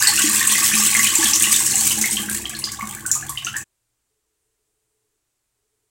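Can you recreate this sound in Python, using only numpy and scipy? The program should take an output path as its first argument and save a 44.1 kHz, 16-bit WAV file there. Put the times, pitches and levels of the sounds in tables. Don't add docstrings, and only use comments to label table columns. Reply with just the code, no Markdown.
import sys
import numpy as np
from scipy import signal
from scipy.fft import rfft, irfft, next_fast_len
from scipy.io import wavfile
from scipy.ndimage import map_coordinates

SR = 44100
rng = np.random.default_rng(int(sys.argv[2]) if len(sys.argv) > 2 else 0)


def inscribe(sig):
    pcm = np.round(np.clip(np.atleast_2d(sig).T, -1, 1) * 32767)
    wavfile.write(sys.argv[1], SR, pcm.astype(np.int16))


N = 260179
CUT_S = 3.642

# pitch_hz, gain_db
SPRAY_COLOUR = [(500, -19), (900, -11.5), (2500, 1), (5000, -3), (8000, 3), (11000, 1), (16000, 1)]


def spray(level_db, rate=600, scatter_db=9.0, life_s=.0025, mist_db=-15, crack_db=-8.0, crack_follow=0.88,
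          fizz_db=-10, fizz_follow=1.5, clump_db=2.2):
    full_db = level_db.max()
    drop_db = level_db - full_db
    at, density = arrivals(level_db, rate, thinning=.5)
    sizes = amp(scatter_db * np.minimum(rng.standard_normal(N)[at], 2))
    energy = np.bincount(at, sizes ** 2 / np.mean(sizes ** 2), N) * SR / density
    keep = np.exp(-2 / (life_s * SR))
    energy = signal.lfilter([1 - keep], [1, -keep], energy)
    loudness = np.sqrt(energy + amp(mist_db) ** 2)
    cracks = coloured(loudness * rng.standard_normal(N), SPRAY_COLOUR)
    cracks *= amp(full_db + crack_db + crack_follow * drop_db)
    fizz = swarm(full_db + fizz_db + fizz_follow * drop_db, rate=2000, thinning=0.29, centre_hz=7570,
                 spread=.3, deepening=0, cycles=13, rise=0.072, scatter_db=6.0, size=500)
    clumps = amp(clump_db * wobble(45))
    return (cracks + fizz) * clumps


# start_s, level_db (before the gains below), pitch_hz (centre of the noise)
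SPLATS = [(0.0715, -2.5, 8040), (0.2179, -5.5, 6540), (0.4712, -3, 8360), (1.1532, -4, 7160),
          (1.3971, -4.5, 8300), (1.4236, -2, 8700), (1.517, -12, 9150), (1.5617, -6.5, 7500),
          (1.662, -8.5, 8200), (1.7548, -5, 7200), (1.9539, -18, 7000), (2.0122, -3.5, 6400),
          (2.1093, -9.5, 8700), (2.2966, -12, 9450), (2.3464, -19, 7920), (2.4944, -19.5, 6200),
          (2.589, -14, 10200), (2.7181, -16.5, 6270), (3.0623, -8.5, 8040), (3.1142, -0.5, 6660),
          (3.1504, -12.5, 7300), (3.2934, -13, 11600), (3.5652, -14, 6760)]


def jet_gaps(gap_s=.028, gap_db=-4.5):
    t = np.arange(N) / SR
    necks = sum(np.sin(np.pi * np.clip((s - t) / gap_s, 0, 1) ** .5) for s, _, _ in SPLATS)
    return amp(gap_db * necks)


def splats(life_s=0.006, width_hz=1900, gain_db=-13.5, crack_db=-20.0, crack_follow=0.36, crack_s=.004):
    out = np.zeros(N)
    t = np.arange(SR // 16) / SR
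    attack = np.minimum(t / .0008, 1) ** 2
    for s, db, hz in SPLATS:
        fizz = amp(db + gain_db) * band(hz, width_hz, size=len(t)) * np.exp(-t / life_s)
        crack = amp(crack_db + crack_follow * db) * band(9000, 12000, size=len(t)) * np.exp(-t / crack_s)
        add(out, s, (fizz + crack) * attack)
    return out


# start_s, level_db (before the gain below), pitch_hz
PLOPS = [(0.023, -11.5, 1716), (0.071, -4.5, 4370), (0.177, -9, 2840), (0.553, -10.5, 2000),
         (0.737, -9.5, 2470), (0.949, -6, 2087), (0.993, -9.5, 2017), (1.07, -10, 3060), (1.257, -10, 3350),
         (1.334, -7, 5730), (1.44, -9.5, 2880), (1.541, -9, 3580), (1.909, -14.5, 3020),
         (2.039, -11.5, 2085), (2.169, -12, 3100), (2.285, -22, 1587), (2.454, -16.5, 3110),
         (2.55, -20.5, 4270), (2.64, -11.5, 4790), (2.788, -23, 1112), (2.807, -22, 2130),
         (2.823, -20.5, 1123), (3.052, -23.5, 1503), (3.152, -27.5, 1194), (3.224, -26, 1665),
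         (3.292, -25, 1120), (3.373, -16, 2960), (3.447, -19, 6200), (3.467, -14.5, 2920),
         (3.468, -22, 1387), (3.54, -20, 1677), (3.56, -19, 1784)]


def plops(rows, gain_db=7.5, splash_db=-24, splash_s=0.014, splash_width=0.65):
    out = np.zeros(N)
    t = np.arange(SR // 12) / SR
    for s, db, hz in rows:
        note = bubble(t, hz, cycles=7.44, rise=.18, onset=.65)
        splash = band(hz, splash_width * hz, size=len(t)) * np.exp(-t / splash_s)
        add(out, s, amp(db + gain_db) * (note + amp(splash_db) * splash))
    return out


def lesser_plops(level_db, count=22, above_db=9, scatter_db=1.5, low_hz=1500, high_hz=3500):
    moment, pitch = rng.random((count, 2)).T
    s = (np.arange(count) + moment) / count * CUT_S
    db = level_db[(s * SR).astype(int)] + above_db + scatter_db * rng.standard_normal(count)
    hz = low_hz * (high_hz / low_hz) ** pitch
    return list(zip(s, db, hz))


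# pitch_hz, gain_db
GURGLE_COLOUR = [(300, -3), (580, -22), (820, -5), (1020, -10.5), (1130, 3), (1330, -19), (1550, -2.5),
                 (2050, -1.5), (2320, -5), (2600, 1), (4200, 0), (7000, -8)]


def gurgle(level_db, gain_db=-1):
    bubbles = swarm(level_db + gain_db, rate=700, thinning=.8, centre_hz=2415, spread=.5, deepening=.028,
                    cycles=6.5, rise=0.17, scatter_db=4.0, size=1200)
    return coloured(bubbles, GURGLE_COLOUR)


# pitch_hz, width_hz, level_db (against each other)
SINK_TONES = [(214.3, 6.2, 7.5), (258, 30, -9.5), (315.2, 16, -2.5), (333, 15, -20.5), (460, 17, -30)]
# start_s, level_db (before the gain below), pitch_hz
THUMPS = [(0.238, -14, 312.7), (0.734, -23, 222), (0.986, -28, 234), (1.184, -18.5, 324.5),
          (1.236, -24, 238.5), (2.822, -25, 213)]


def drumming(level_db, rate=170, gain_db=2, thump_db=1):
    at, density = arrivals(level_db, rate, thinning=.2)
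    blows = np.bincount(at, rng.standard_normal(N)[at], N) / np.sqrt(density)
    ring = filtered(blows, lambda f: sum(amp(db) * resonance(f, hz, width) for hz, width, db in SINK_TONES))
    ring = signal.sosfilt(signal.butter(2, [190, 520], "bandpass", fs=SR, output="sos"), ring)
    out = ring / np.std(ring[:round(CUT_S * SR)]) * amp(level_db + gain_db)
    t = np.arange(SR // 4) / SR
    for s, db, hz in THUMPS:
        add(out, s, amp(db + thump_db) * bubble(t, hz, cycles=5.7, rise=0.029, onset=0.23))
    return out


CLOSING_S, SHUT_S, DRAIN_DB_PER_S = 1.2, 2.5, 4
# full_db, loss_db (in closing), power (no unit; higher holds on longer)
SPRAY_FLOW = (-18, 17, 3.1)
GURGLE_FLOW = (-24.5, 13.5, .9)
RUNOFF_FLOW = (-40.5, 7, 14)


def flow(full_db, loss_db, power):
    t = np.arange(N) / SR
    closed = np.clip((t - CLOSING_S) / (SHUT_S - CLOSING_S), 0, 1)
    return full_db - loss_db * closed ** power - DRAIN_DB_PER_S * np.maximum(t - SHUT_S, 0)


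def runoff(surge_s=2.34, surge_width_s=.12, surge_db=4.5):
    t = np.arange(N) / SR
    return flow(*RUNOFF_FLOW) + surge_db * np.exp(-((t - surge_s) / surge_width_s) ** 2)


# pitch_hz, decay_s
KITCHEN_DECAY = [(200, 0.45), (1500, 0.27), (4000, 0.29), (8000, 0.29), (16000, 0.24)]


def kitchen(x, wet_db, order=4096):
    out = np.zeros(N)
    for start in range(0, round(CUT_S * SR), order):
        hz, t, z = signal.stft(rng.standard_normal(SR // 2), SR, nperseg=256)
        fading = amp(-60 * t / along(KITCHEN_DECAY, hz)[:, None])
        tail = signal.istft(z * fading, SR, nperseg=256)[1]
        tail *= 1 - np.exp(-np.arange(len(tail)) / SR / 0.00037)
        add(out, start / SR, signal.fftconvolve(x[start:start + order], tail / np.linalg.norm(tail)))
    return x + amp(wet_db) * out


# pitch_hz, width_hz (doubled below), level_db
HUM_TONES = [(63, 5, -50.5), (97.4, 3, -50), (114, 21, -50), (137.5, 2.7, -50)]


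def hum(rumble_db=-64):
    tones = sum(amp(db) * band(hz, 2 * width) for hz, width, db in HUM_TONES)
    return tones + amp(rumble_db) * band(35, 60)


# pitch_hz, gain_db
QUIET_COLOUR = [(20, 12.5), (65, 13), (92, 3), (114, 16.5), (150, 0), (250, 0), (310, 7), (400, 3.5),
                (540, -0.5), (1000, -0.5), (5000, -5), (16000, -7.5)]
# start_s, length_s, level_db
WHIRR = [(4.078, 1.14, -82.5), (5.536, 0.5, -81.5)]


def quiet(level_db=-77, fade_s=0.046, hiss_db=-90.0, drift_db=2.5):
    t = np.arange(N) / SR
    air = amp(level_db) * unit(coloured(rng.standard_normal(N), QUIET_COLOUR))
    spells = sum(amp(db) * np.clip(np.minimum(t - s, s + length - t) / fade_s, 0, 1) for s, length, db in WHIRR)
    whirr = spells * band(428, 41.2)
    hiss = amp(hiss_db + drift_db * wobble(7)) * band(9200, 3500)
    return air + whirr + hiss


def swarm(level_db, rate, thinning, centre_hz, spread, deepening, cycles, rise, scatter_db, size):
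    at, density = arrivals(level_db, rate, thinning)
    pitch, strength, life = np.clip(rng.standard_normal((len(at), 3)), -2, 2).T[:, :, None]
    hz = centre_hz * np.exp(spread * pitch + deepening * (level_db[at, None] - level_db.max()))
    rings = bubble(np.arange(size) / SR, hz, cycles * np.exp(.35 * life), rise, onset=0.16)
    rings *= amp(scatter_db * strength)
    rings /= np.sqrt(np.mean(np.sum(rings ** 2, axis=1)))
    samples = at[:, None] + np.arange(size)
    sound = np.bincount(samples.ravel(), rings.ravel(), N)
    return sound * np.sqrt(SR / density) * amp(level_db)


def bubble(t, hz, cycles, rise, onset):
    age = t * hz / cycles
    climbing_hz = hz * np.exp(rise * (np.tanh(age) - np.tanh(1)))
    phase = 2 * np.pi * np.cumsum(climbing_hz, axis=-1) / SR
    return np.sin(phase) * np.exp(-age) * (1 - np.exp(-(age / onset) ** 2))


def arrivals(level_db, rate, thinning):
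    density = rate * amp(thinning * (level_db - level_db.max()))
    count = np.cumsum(density) / SR
    marks = np.cumsum(rng.exponential(size=20000))
    return np.searchsorted(count, marks[marks < count[round(CUT_S * SR)]]), density


def band(hz, width, size=N):
    m = next_fast_len(size)
    response = resonance(np.fft.rfftfreq(m, 1 / SR), hz, width) ** 2
    return unit(irfft(rfft(rng.standard_normal(m)) * response, m)[:size])


def wobble(rate):
    return map_coordinates(rng.standard_normal(int(N * rate / SR) + 4), [np.arange(N) * rate / SR])


def resonance(f, hz, width):
    return 1j * f * width / (hz * hz - f * f + 1j * f * width)


def filtered(x, response):
    m = next_fast_len(len(x) + SR // 2)
    return irfft(rfft(x, m) * response(np.fft.rfftfreq(m, 1 / SR)), m)[:len(x)]


def coloured(x, points, size=8192):
    cepstrum = irfft(np.log(amp(along(points, np.fft.rfftfreq(size, 1 / SR)))))
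    cepstrum[1:size // 2] *= 2
    cepstrum[size // 2 + 1:] = 0
    return signal.fftconvolve(x, irfft(np.exp(rfft(cepstrum))))[:len(x)]


def along(points, hz):
    f, v = np.transpose(points)
    return np.interp(np.log(hz + 1), np.log(f + 1), v)


def amp(db):
    return 10 ** (np.asarray(db) / 20)


def unit(x):
    return x / np.sqrt(np.mean(x ** 2) + 1e-20)


def add(track, s, sound):
    part = track[max(round(s * SR), 0):][:len(sound)]
    part += sound[:len(part)]


def scene(fade_s=0.013):
    gurgle_db = flow(*GURGLE_FLOW)
    stream = kitchen(spray(flow(*SPRAY_FLOW)) * jet_gaps() + gurgle(gurgle_db), wet_db=-3.5)
    pockets = kitchen(plops(PLOPS + lesser_plops(gurgle_db)), wet_db=-1.0)
    slaps = kitchen(splats(), wet_db=0.0)
    sink = kitchen(drumming(runoff()), wet_db=-6.5)
    before_cut = np.clip((CUT_S - np.arange(N) / SR) / fade_s, 0, 1)
    return ((stream + pockets + slaps + sink + hum()) * before_cut + quiet())[None]


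def record(dry, port_hz=7700, port_width_hz=2300, port_db=5, top_hz=16020):
    sound = filtered(dry[0], lambda f: 1 + amp(port_db) * resonance(f, port_hz, port_width_hz))
    sound = sound / (1 + sound ** 6) ** (1 / 6)
    return filtered(sound, lambda f: np.clip((top_hz - f) / 200 + .5, 0, 1))[None]


dry = scene()
out = record(dry)
inscribe(out)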